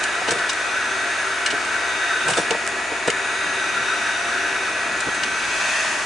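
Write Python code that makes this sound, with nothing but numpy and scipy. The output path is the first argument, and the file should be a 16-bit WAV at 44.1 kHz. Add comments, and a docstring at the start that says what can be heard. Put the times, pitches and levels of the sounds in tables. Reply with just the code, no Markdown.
"""In a parked car, a small plug-in heater fan blows steadily: air rushes through its grille over a motor whine.
Filtered turbulence makes the rush, shaft harmonics and a periodic brush scrape the whine.
A drifting microphone shifts the colour of the rush and passes once through the open jet.
Handled plastic clicks, knocks and rubs as decaying modes and shaped noise, and the close cabin answers
briefly; three dry ticks have no answer. Below lie a wavering low hum, a faint rumble and a low shuffling."""
import sys
import numpy as np
from scipy import signal
from scipy.fft import rfft, irfft, next_fast_len
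from scipy.io import wavfile
from scipy.ndimage import map_coordinates

SR = 44100
rng = np.random.default_rng(int(sys.argv[2]) if len(sys.argv) > 2 else 0)


def wav_out(sig):
    """Save sig, one row per channel (or a flat mono array), as 16-bit PCM at SR to the path in sys.argv[1]."""
    wavfile.write(sys.argv[1], SR, np.round(np.clip(np.atleast_2d(sig).T, -1, 1) * 32767).astype(np.int16))


N = 266893
TIME = np.arange(N) / SR
TOP_HZ = 11100  # upper limit of the band


def amp(db):
    """Level definition: decibels to amplitude gain."""
    return 10 ** (np.asarray(db) / 20)


def unit(x):
    """Normalisation: scale to rms 1."""
    return x / np.sqrt(np.mean(x ** 2) + 1e-20)


def along(points, hz):
    """Logarithmic frequency scale: (f/Hz, value) points interpolated on it."""
    f, v = np.transpose(points)
    return np.interp(np.log(hz + 1), np.log(f + 1), v)


def curves(rows):
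    """Linear interpolation in time: one value per sample for each column after t/s."""
    t, *columns = np.transpose(rows)
    return [np.interp(TIME, t, column) for column in columns]


def wobble(rate):
    """Slow random modulation: a smooth curve through random knots, rate knots a second."""
    knots = rng.standard_normal(int(N * rate / SR) + 4)
    coarse = TIME[::64]
    smooth = map_coordinates(knots, [coarse * rate], mode="mirror")
    return np.interp(TIME, coarse, smooth)


def filtered(x, response):
    """Linear filtering: the spectrum of x times a response of frequency."""
    n = x.shape[-1]
    padded = next_fast_len(n + SR // 8)
    spectrum = rfft(x, padded) * response(np.fft.rfftfreq(padded, 1 / SR))
    return irfft(spectrum, padded)[..., :n]


def colour(points):
    """Spectral envelope: the gain of (f/Hz, level/dB) points."""
    return lambda hz: amp(along(points, hz))


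def resonances(modes):
    """Incoherent modal sum: the powers of (f/Hz, width/Hz, level/dB) resonances add."""
    def response(hz):
        power = 0
        for centre, width, db in modes:
            mode = amp(db) * hz * width / (centre ** 2 - hz ** 2 + 1j * hz * width)
            power = power + np.abs(mode) ** 2
        return np.sqrt(power)
    return response


# Likeness of the left and right noise signals: f/Hz, coherence
COHERENCE = [(60, 0.91), (220, 0.95), (470, 0.92), (800, 0.81), (1150, 0.65), (1600, 0.95), (1800, 0.87),
             (2050, 0.61), (3000, 0.72), (5500, 0.66), (8000, 0.77), (11000, 0.91)]


def noise(response, size=N):
    """Partial coherence: independent mid and side noises make coloured stereo noise of rms 1."""
    def mid_and_side(hz):
        turn = np.arccos(np.clip(along(COHERENCE, hz), -1, 1)) / 2
        return response(hz) * np.array([np.cos(turn), np.sin(turn)])
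    mid, side = filtered(rng.standard_normal((2, size)), mid_and_side)
    return unit(np.array([mid + side, mid - side]))


def add(track, s, sound):
    """Superposition: mix a sound in at time s."""
    part = track[:, round(s * SR):][:, :sound.shape[-1]]
    part += sound[..., :part.shape[-1]]


# Low cabin hum: f/Hz, level/dB
HUM_TONES = [(97, -61.5), (116, -61)]
# Low rumble in the cabin: t/s, level/dB
RUMBLE_LEVEL = [(0, -69), (4.75, -66), (4.95, -54), (6.05, -57)]
# Relative spectrum of the rumble: f/Hz, level/dB
RUMBLE_SPECTRUM = [(15, -16), (30, -3), (44, -1), (58, -7), (100, -28)]
# Shuffling of the hand that carries the microphone: t/s, level/dB
SHUFFLE_LEVEL = [(0, -65), (2.0, -61), (2.3, -51), (3.3, -53), (3.7, -48), (4.3, -52.5), (5.0, -47.5),
                 (6.05, -47.5)]
# Relative spectrum of the shuffling: f/Hz, level/dB
SHUFFLE_SPECTRUM = [(50, -25), (110, -5.5), (170, -1), (300, 3), (450, -20), (1000, -50)]


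def cabin_floor():
    """Superposed background: randomly modulated hum tones over low-frequency rumble and shuffling noise."""
    hum = 0
    for hz, db in HUM_TONES:
        level = amp(db + 1.3 * wobble(3.46))
        hum = hum + level * np.sqrt(2) * np.sin(2 * np.pi * hz * TIME + 2.0 * wobble(3.6))
    shuffle = amp(curves(SHUFFLE_LEVEL)[0] + 1.8 * wobble(9)) * noise(colour(SHUFFLE_SPECTRUM))
    rumble = amp(curves(RUMBLE_LEVEL)[0]) * noise(colour(RUMBLE_SPECTRUM))
    return hum + shuffle + rumble


def cabin(x, t60):
    """Reverberation: glass and upholstery answer with a short, exponentially decaying random tail."""
    t = np.arange(SR // 4) / SR
    tail = rng.standard_normal((2, len(t))) * amp(-60 * t / t60) * (t > .003)
    return signal.fftconvolve(x, tail / np.linalg.norm(tail[0]), axes=1)[:, :N]


# Strokes of fingers on plastic: t/s at the middle, 1/e half length/s, dull rub level/dB, gritty scrape level/dB
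RUB_STROKES = [(0.33, 0.081, -30.5, -40), (2.295, 0.04, -27, -33), (2.385, 0.05, -34, -30.5)]
# Relative spectrum of the dull rub: f/Hz, level/dB
RUB_SPECTRUM = [(60, -14), (140, 9), (230, 4), (430, 13), (750, 8.5), (1100, 5.5), (3000, -2), (9000, -22)]
# Relative spectrum of the gritty scrape: f/Hz, level/dB
SCRAPE_SPECTRUM = [(1500, -17), (3500, 3), (5600, 0), (7500, 4), (9200, 6), (11000, -6)]


def rubs(grain_db, grit_db):
    """Stick-slip friction: skin catches and slides, giving dull scuffs under a finer, gritty scrape."""
    dull, gritty = np.zeros(N), np.zeros(N)
    for s, half, rub_db, scrape_db in RUB_STROKES:
        stroke = np.exp(-((TIME - s) / half) ** 2)
        dull += stroke * amp(rub_db)
        gritty += stroke * amp(scrape_db)
    scuffs = dull * unit(amp(grain_db * wobble(150))) * noise(colour(RUB_SPECTRUM))
    scrape = gritty * unit(amp(grit_db * wobble(700))) * noise(colour(SCRAPE_SPECTRUM))
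    return scuffs + scrape


# Dull knocks on the casing: t/s, level/dB, f/Hz, thud level/dB, hardness/dB per octave, t60/s
KNOCK_EVENTS = [(.214, -18, 740, -16, -2, 0.044), (.280, -18, 450, -16, 1, .07),
                (.313, -15, 490, -12, -3, .08), (1.53, -23, 420, -5.5, 3, 0.06),
                (2.286, -15.5, 745, -8, -5, .05), (2.305, -22, 805, -4, -10, 0.074),
                (2.370, -13.5, 544, -20, -9, 0.07), (2.380, -8, 477, -22, -9, 0.045),
                (2.391, -18, 594, -3, -10, 0.06), (2.506, -14, 458, -24, 1, 0.092),
                (2.545, -14.5, 472, -24, 4, 0.038), (2.917, -17, 452, -24, -2, 0.049),
                (3.077, -4.5, 485, -13, -7, .045), (3.088, -9.5, 408, -18, -14, .035),
                (3.8, -35, 133, -12, 1, .12), (5.068, -13, 293, -12, -1, 0.036),
                (5.081, -12.5, 514, -6, -1, 0.03)]
# Modes of the casing: multiple of the knock's f, level/dB
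CASING_MODES = [(.69, -7.5), (1, 1), (1.24, -5.5), (1.6, -13), (1.97, -6), (2.25, -12)]
# Low push under a knock: f/Hz, level/dB
THUD_TONES = [(120, -4), (178, 1.5), (290, -3)]


def knocks(attack, width_hz, clatter_db, lowest_hz):
    """Modal excitation: a blow rings the hollow casing over a thud; hardness favours upper modes and clatter."""
    track, t = np.zeros((2, N)), np.arange(SR // 6) / SR
    for s, db, hz, thud_db, hard_db, t60 in KNOCK_EVENTS:
        ring = 0
        for ratio, level in CASING_MODES:
            mode_db = level + hard_db * max(np.log2(ratio), 0) + rng.normal(0, 1)
            ring = ring + amp(mode_db) * np.sin(2 * np.pi * ratio * hz * t)
        band = resonances([(hz, width_hz, 0)])
        clatter = amp(clatter_db + hard_db / 2) * noise(lambda f: band(f) ** 2, size=len(t))
        thud = sum(amp(thud_db + level) * np.sin(2 * np.pi * low_hz * t) for low_hz, level in THUD_TONES)
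        envelope = amp(db - 60 * t / t60) * (1 - np.exp(-t / attack))
        add(track, s, envelope * (ring + clatter + thud))
    return signal.lfilter(*signal.butter(2, lowest_hz, "highpass", fs=SR), track)


# Light plastic clicks: t/s, level/dB, t60/s, own mode f/Hz, own mode level/dB
CLICK_EVENTS = [(.031, -23, 0.047, 5700, -10), (0.037, -16, 0.036, 6900, -11), (.277, -21, .08, 2930, -5),
                (.284, -25, 0.05, 3890, -7), (.289, -15, 0.028, 1900, -9), (.307, -14, 0.037, 6540, -7),
                (.315, -18, 0.042, 8760, -6), (.387, -22, .04, 3000, -6), (.491, -15.5, 0.046, 3750, -3.5),
                (.493, -26, .05, 1060, 1), (.496, -20, 0.072, 5040, -3.5), (.531, -21, .025, 8300, -10),
                (1.459, -12.5, 0.051, 2884, -9), (1.463, -25, .03, 8200, -7), (1.503, -18, .065, 2910, -6),
                (1.648, -27, .04, 8300, -3), (2.282, -15.5, 0.04, 9000, -10),
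                (2.298, -18, 0.071, 7300, -12), (2.334, -18, 0.033, 2960, 0.5),
                (2.371, -20, 0.039, 3600, -2), (2.376, -14.5, 0.043, 3520, -6), (2.386, -30, 0.13, 5670, 1),
                (2.508, -9.5, 0.012, 3760, -12), (2.511, -22, 0.056, 2280, -6),
                (3.074, -18.5, 0.05, 8300, -16), (3.079, -16, 0.042, 1760, -2),
                (3.1007, -16, 0.026, 2140, 2), (3.1, -16, 0.033, 7000, -14), (5.003, -20, 0.045, 7260, -9),
                (5.144, -24, 0.055, 8640, -11), (5.233, -17, 0.04, 2880, -5.5),
                (5.236, -20, .025, 4170, -5)]
# Ringing modes of the plastic: f/Hz, level/dB
PLASTIC_MODES = [(2150, 3), (2860, 12.5), (3100, 8), (3840, 3), (4180, 2.5), (4950, -3), (5760, 3),
                 (6790, -9), (8200, -6.5)]
# Relative spectrum of a contact's snap, before its tilt: f/Hz, level/dB
SNAP_SPECTRUM = [(80, -70), (400, -39), (1500, 0.5), (3500, 8), (8500, 7.5), (11000, -10)]
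# a click pitched an octave above the pivot tilts its snap by this many more dB per octave
SNAP_TILT_DB, SNAP_PIVOT_HZ = 7, 4740
RING_DB = -5  # a click's ring over its snap


def clicks(rise, sustain, chatter_db):
    """Impact excitation: a ragged snap rings the plastic, and the part that was hit adds its own note."""
    track, t = np.zeros((2, N)), np.arange(SR // 5) / SR
    for s, db, t60, own_hz, own_db in CLICK_EVENTS:
        ring = 0
        for hz, level in PLASTIC_MODES:
            gain = amp(level + rng.normal(0, 5.8, (2, 1)))
            ring = ring + gain * np.sin(2 * np.pi * (hz * t + rng.random()))
        # higher clicks snap more brightly
        tilt_db = SNAP_TILT_DB * np.log2(own_hz / SNAP_PIVOT_HZ)
        tilted = [(hz, level + tilt_db * np.log2(hz / SNAP_PIVOT_HZ)) for hz, level in SNAP_SPECTRUM]
        chatter = unit(amp(chatter_db * wobble(430)))[:len(t)]
        snap = noise(colour(tilted), size=len(t)) * chatter
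        note = np.sqrt(2) * np.sin(2 * np.pi * own_hz * t) * amp(own_db - 60 * t / (sustain * t60))
        burst = (snap + amp(RING_DB) * unit(ring)) * amp(-60 * t / t60) + note
        onset = 1 - np.exp(-t / (rise * t60))  # shorter clicks rise faster
        add(track, s, amp(db) * onset * burst)
    return track


# Very short, dry ticks: t/s, level/dB
TICK_EVENTS = [(2.666, -20), (2.676, -14), (2.6895, -22)]
# Relative spectrum of a tick: f/Hz, level/dB
TICK_SPECTRUM = [(400, -20), (1600, 4), (3000, -2), (5000, 0), (8000, 2), (11000, -9)]


def ticks(t60):
    """Near-field impact: something small and hard snaps at the microphone, too close for the cabin to answer."""
    track, t = np.zeros((2, N)), np.arange(SR // 20) / SR
    for s, db in TICK_EVENTS:
        add(track, s, amp(db - 60 * t / t60) * noise(colour(TICK_SPECTRUM), size=len(t)))
    return track


# How squarely the drifting microphone faces the grille, as the level of its roar: t/s, level/dB
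FACING_LEVEL = [(0.0, -24), (0.52, -24), (1.04, -23), (1.84, -23), (2.14, -21), (2.39, -25), (2.86, -31.5),
                (3.32, -25), (3.76, -23.5), (3.91, -21.5), (4.5, -23), (4.92, -26), (5.49, -22.5),
                (5.71, -23.5), (6.05, -30.5)]


def facing():
    """Directivity: dB above or below the average facing of the grille."""
    level_db, = curves(FACING_LEVEL)
    return level_db - level_db.mean()


JET_S, JET_HALF_S = 5.793, 0.37  # middle and 1/e half length of the pass through the jet (s)


def in_jet():
    """Jet profile: a Gaussian in time, near 0 outside the open jet and 1 in its middle."""
    return np.exp(-((TIME - JET_S) / JET_HALF_S) ** 2)


# Grille and housing resonances: f/Hz, width/Hz, level/dB, dB gained per dB of facing
GRILLE_MODES = [(1336, 92, -5.5, 1), (1498, 73, -5, 1.1), (1710, 32, -6, -0.05), (1869, 63, -14, 0.3)]
EDDY_DB, EDDY_RATE = 2, 35  # eddies shake each resonance by itself: depth, knots a second
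SWAY_HZ, SWAY_RATE = 22, 14  # and push its pitch about


def grille_roar(front_db):
    """Flow-excited resonance: eddies ring each grille mode in uneven bursts and sway its pitch."""
    roar = 0
    for centre_hz, width_hz, db, grows in GRILLE_MODES:
        mode = resonances([(centre_hz, width_hz, 0)])
        band = noise(lambda hz: mode(hz) * hz ** 4 / (hz ** 4 + 1180.0 ** 4))  # little below 1180 Hz
        swayed = TIME + np.cumsum(SWAY_HZ * wobble(SWAY_RATE)) / SR / centre_hz
        band = np.array([np.interp(swayed % TIME[-1], TIME, side) for side in band])
        bursts = unit(amp(EDDY_DB * wobble(EDDY_RATE)))
        roar = roar + amp(db + grows * front_db) * bursts * band
    return roar


def reflected(x, echo_db, sway, delay):
    """Comb filtering: a nearby panel's copy, its delay (s) wandering with the microphone, sweeps the colour."""
    late = TIME - delay - sway * wobble(1.506)
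    return x + amp(echo_db) * np.array([np.interp(late, TIME, side) for side in x])


# Relative spectrum of the broad body: f/Hz, level/dB
BODY_SPECTRUM = [(30, -25), (70, -17), (120, -20.5), (200, -9.5), (260, -5), (340, 2), (480, 0.5),
                 (540, -1), (630, 5.5), (760, 2), (1150, 0), (2000, 2), (3000, -8), (6000, -29.5)]
# Relative spectrum of the hiss: f/Hz, level/dB
HISS_SPECTRUM = [(600, -9), (1500, 16.5), (2000, -1), (2150, 5), (2450, 15.5), (2800, 10), (3100, 5),
                 (3600, 8), (4200, 4.5), (5400, 3), (7000, 2), (9200, -2.5), (10000, -5), (11200, -20)]
# Resonances of the outlet slots: f/Hz, width/Hz, level/dB
SLOT_MODES = [(2550, 240, 2.5), (3716, 54, 4)]
# Relative spectrum of the open jet: f/Hz, level/dB
JET_SPECTRUM = [(300, -31), (500, -14), (610, 11), (720, 4), (900, 5.5), (1050, 4), (1200, 10.5),
                (1450, 7.5), (1800, 14.5), (2150, 4), (2600, -5), (3100, 3), (4000, -4), (4800, -0.5),
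                (5150, -3), (5500, -2), (6200, -1.5), (7200, -1.5), (8500, -8), (11000, -13)]
# each layer at the average facing (dB), and the dB it gains per dB of facing
BODY_DB, BODY_GROWS = -30.5, -0.035
GRILLE_DB = -27
HISS_DB, HISS_GROWS = -31, 0.26
SLOT_DB, SLOT_GROWS = -40.5, 1
JET_DB, JET_AWAY_DB = -25.5, -46.5  # the stream: added inside the jet, and present everywhere
JET_HISS_DB, JET_GRILLE_DB, JET_BODY_DB = 3.5, -12, -3  # change of each layer inside the jet


def airflow():
    """Turbulent flow noise: a broad body, ringing grille and slots, edge hiss; position sets the mix."""
    front_db, jet = facing(), in_jet()
    body_db = BODY_DB + BODY_GROWS * front_db + JET_BODY_DB * jet + 0.12 * wobble(7)
    body = amp(body_db) * noise(colour(BODY_SPECTRUM))
    grille = amp(GRILLE_DB + JET_GRILLE_DB * jet) * grille_roar(front_db)
    hiss_db = HISS_DB + HISS_GROWS * front_db + JET_HISS_DB * jet + 0.27 * wobble(4.3)
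    hiss = amp(hiss_db) * noise(colour(HISS_SPECTRUM))
    slot_db = SLOT_DB + SLOT_GROWS * front_db + 2.3 * wobble(2.24)
    slots = amp(slot_db) * noise(resonances(SLOT_MODES))
    stream = (amp(JET_AWAY_DB) + amp(JET_DB) * jet) * noise(colour(JET_SPECTRUM))
    edges = reflected(hiss + slots + stream, echo_db=-16, sway=.00012, delay=.0011)
    return body + grille + edges


BLADE_ORDER, LOW_TONE_TOP_ORDER = 20, 9  # multiples of the shaft speed
# the main blade tone beams forward: dB per dB of facing, dB inside the jet, dB of shaking by eddies
BLADE_GROWS, JET_BLADE_DB, BLADE_FLUTTER_DB = 1.64, -2.5, 2.5
# the lowest tones leak from the housing's sides: dB per dB of facing, dB inside the jet
LOW_TONE_GROWS, LOW_TONE_JET_DB = -0.17, -8
JET_TONE_DB = 1  # the other tones inside the jet


def beam(order, front_db, jet):
    """Source directivity: dB by which a harmonic stands out or sinks; the fundamental fills the cabin evenly."""
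    if order == 1:
        return 0
    if order == BLADE_ORDER:
        return BLADE_GROWS * front_db + JET_BLADE_DB * jet + BLADE_FLUTTER_DB * wobble(22.19)
    if order <= LOW_TONE_TOP_ORDER:
        return LOW_TONE_GROWS * front_db + LOW_TONE_JET_DB * jet
    return JET_TONE_DB * jet


SHAFT_HZ = 77.145  # mean shaft speed


def harmonic(angle, order, fade_db, flutter_db, spread):
    """Interference: a harmonic fades in standing waves; low ones waver in the draught, high ones differ by ear."""
    ear_phase = spread * np.sqrt(order * SHAFT_HZ / TOP_HZ) * rng.standard_normal((2, 1))
    phase = rng.uniform(0, 2 * np.pi) + ear_phase
    level_db = fade_db * wobble(2.994)
    if order <= LOW_TONE_TOP_ORDER:
        level_db = level_db + flutter_db * wobble(14)
    return unit(amp(level_db)) * np.sqrt(2) * np.sin(order * angle + phase)


# Motor and blade tones: multiple of the shaft speed, level/dB
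SHAFT_TONES = [(1, -56.5), (3, -55), (4, -54), (5, -44.5), (9, -42.2), (11, -49), (12, -45), (13, -47),
               (15, -50), (17, -46), (20, -35.3), (21, -44), (25, -35), (29, -40), (30, -47), (32, -43),
               (33, -46), (35, -51), (45, -57), (53, -57), (76, -59), (77, -54), (79, -55), (80, -56),
               (81, -57), (82, -58), (83, -58), (85, -59), (86, -55), (88, -56), (118, -59), (123, -61),
               (140, -62), (142, -64)]
# Relative spectrum of the brush buzz: f/Hz, level/dB
BRUSH_SPECTRUM = [(300, -40), (1500, 0), (3000, 1), (5200, -2), (6200, 1), (9200, -1), (9800, -7),
                  (11000, -8)]


def motor(drift_hz, flutter_hz, buzz_db):
    """Periodicity: rotation gives shaft harmonics, and brushes that scrape alike on every turn."""
    turns = np.cumsum(SHAFT_HZ + drift_hz * wobble(1.514) + flutter_hz * wobble(25.03)) / SR
    angle = 2 * np.pi * turns
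    front_db, jet = facing(), in_jet()
    tones = 0
    for order, db in SHAFT_TONES:
        level = amp(db + beam(order, front_db, jet))
        flutter_db = 2.6 * (order > 1)  # the fundamental does not flutter
        tones = tones + level * harmonic(angle, order, fade_db=1.2, flutter_db=flutter_db, spread=0.3)
    # one turn of random-phase scrape for each ear, read again on every turn
    scrape = irfft(np.exp(2j * np.pi * rng.random((2, round(SR / SHAFT_HZ / 2)))))
    buzz = np.array([map_coordinates(one, [turns % 1 * len(one)], mode="grid-wrap") for one in scrape])
    buzz = filtered(buzz + buzz.mean(0), colour(BRUSH_SPECTRUM))
    return tones + amp(buzz_db) * unit(buzz)


SHEEN_FLANK = 0.19  # depth of the troughs beside a lifted band, as a share of its lift


def sheen(x, path, width_hz):
    """Moving reflection colour: a sliding band is lifted between shallow troughs (a negative lift inverts it)."""
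    hz, t, z = signal.stft(x, SR, nperseg=512)
    centre, lift_db = [np.interp(t, TIME, curve) for curve in curves(path)]
    away = np.abs(hz[:, None] - centre) / width_hz
    bump = np.exp(-away ** 2) - SHEEN_FLANK * np.exp(-(away - 2) ** 2)
    return signal.istft(z * amp(lift_db * bump), SR, nperseg=512)[1][:, :N]


# Bands that slide and swell as the microphone moves, lowest first: t/s, centre f/Hz, lift level/dB
LOW_BAND = [(0, 2550, 0.5), (1.5, 2550, -1.5), (2.8, 2500, 1), (3.5, 2450, 2), (4.1, 2540, 0.5),
            (4.8, 2550, 1.5), (5.3, 2570, 0), (5.5, 2480, 3), (5.85, 2660, 4), (6.05, 2670, 0)]
# The same around the upper slot resonance: t/s, centre f/Hz, lift level/dB
SLOT_BAND = [(0, 3750, 2.5), (1.0, 3720, 2.5), (1.55, 3750, -2.5), (1.95, 3730, 4), (2.7, 3750, -1.5),
             (3.35, 3750, 4.5), (4.3, 3750, 2), (6.05, 3600, -1)]
# The same in the middle treble: t/s, centre f/Hz, lift level/dB
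MID_BAND = [(0, 6850, 2), (.4, 6400, 0), (.68, 5950, 4), (1.1, 6400, 4.5), (1.35, 6400, 2.5),
            (1.6, 6300, 1), (2, 6100, 5), (2.45, 6750, 2), (2.9, 6900, 5), (3.15, 6750, 4), (3.5, 6300, 5),
            (3.8, 5900, 4.5), (4.55, 5880, 4), (4.75, 6100, 3.5), (4.95, 6700, 5), (5.3, 6050, 4),
            (5.75, 6200, 3.5), (6.05, 6500, 1.5)]
# The same in the high treble: t/s, centre f/Hz, lift level/dB
HIGH_BAND = [(0, 9200, 3), (.7, 8650, 2.5), (1.22, 9000, 6.5), (1.5, 9300, 3), (1.9, 8700, 2.5),
             (2.3, 9000, 3), (2.85, 8750, 4.5), (3.1, 9050, 0), (3.28, 9100, 6.5), (3.55, 9100, 5.5),
             (3.8, 9150, 1.8), (4.1, 9550, 3.2), (4.5, 9300, 1), (4.8, 9050, 6), (5.05, 9100, 2),
             (5.6, 9400, 2.2), (6.05, 9500, 5.5)]
# Uneven arrival of the fan's sound at the two ears: f/Hz, left minus right level/dB
EAR_DIFFERENCE = [(400, 0.5), (900, 1.5), (1010, -0.5), (1130, 3.5), (1430, 2.5), (1550, 0), (2150, 0.5),
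                  (2500, 3.5), (2850, -1), (3600, 0.5), (11000, 0)]


def heater_fan():
    """Interaural level difference: air and motor, coloured by moving reflections, reach the ears unevenly."""
    fan = airflow() + motor(drift_hz=0.03, flutter_hz=0.057, buzz_db=-42)
    for path, width_hz in (LOW_BAND, 220), (SLOT_BAND, 230), (MID_BAND, 340), (HIGH_BAND, 230):
        fan = sheen(fan, path, width_hz)
    return filtered(fan, lambda hz: amp(along(EAR_DIFFERENCE, hz) * np.array([[.5], [-.5]])))


def scene():
    """Superposition: the cabin floor, the handling with its reverberation, the dry ticks and the fan."""
    handling = clicks(rise=0.055, sustain=1.05, chatter_db=1.5)
    handling = handling + knocks(attack=0.0034, width_hz=900, clatter_db=-3.0, lowest_hz=105)
    handling = handling + rubs(grain_db=-1.0, grit_db=4)
    answer = amp(-11.0) * cabin(handling, t60=0.077)
    return cabin_floor() + handling + answer + ticks(t60=0.0094) + heater_fan()


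def record(dry):
    """Band limitation: a very steep low-pass at the upper limit of the band."""
    return filtered(dry, lambda hz: 1 / np.sqrt(1 + (hz / TOP_HZ) ** 360))


dry = scene()
out = record(dry)
wav_out(out)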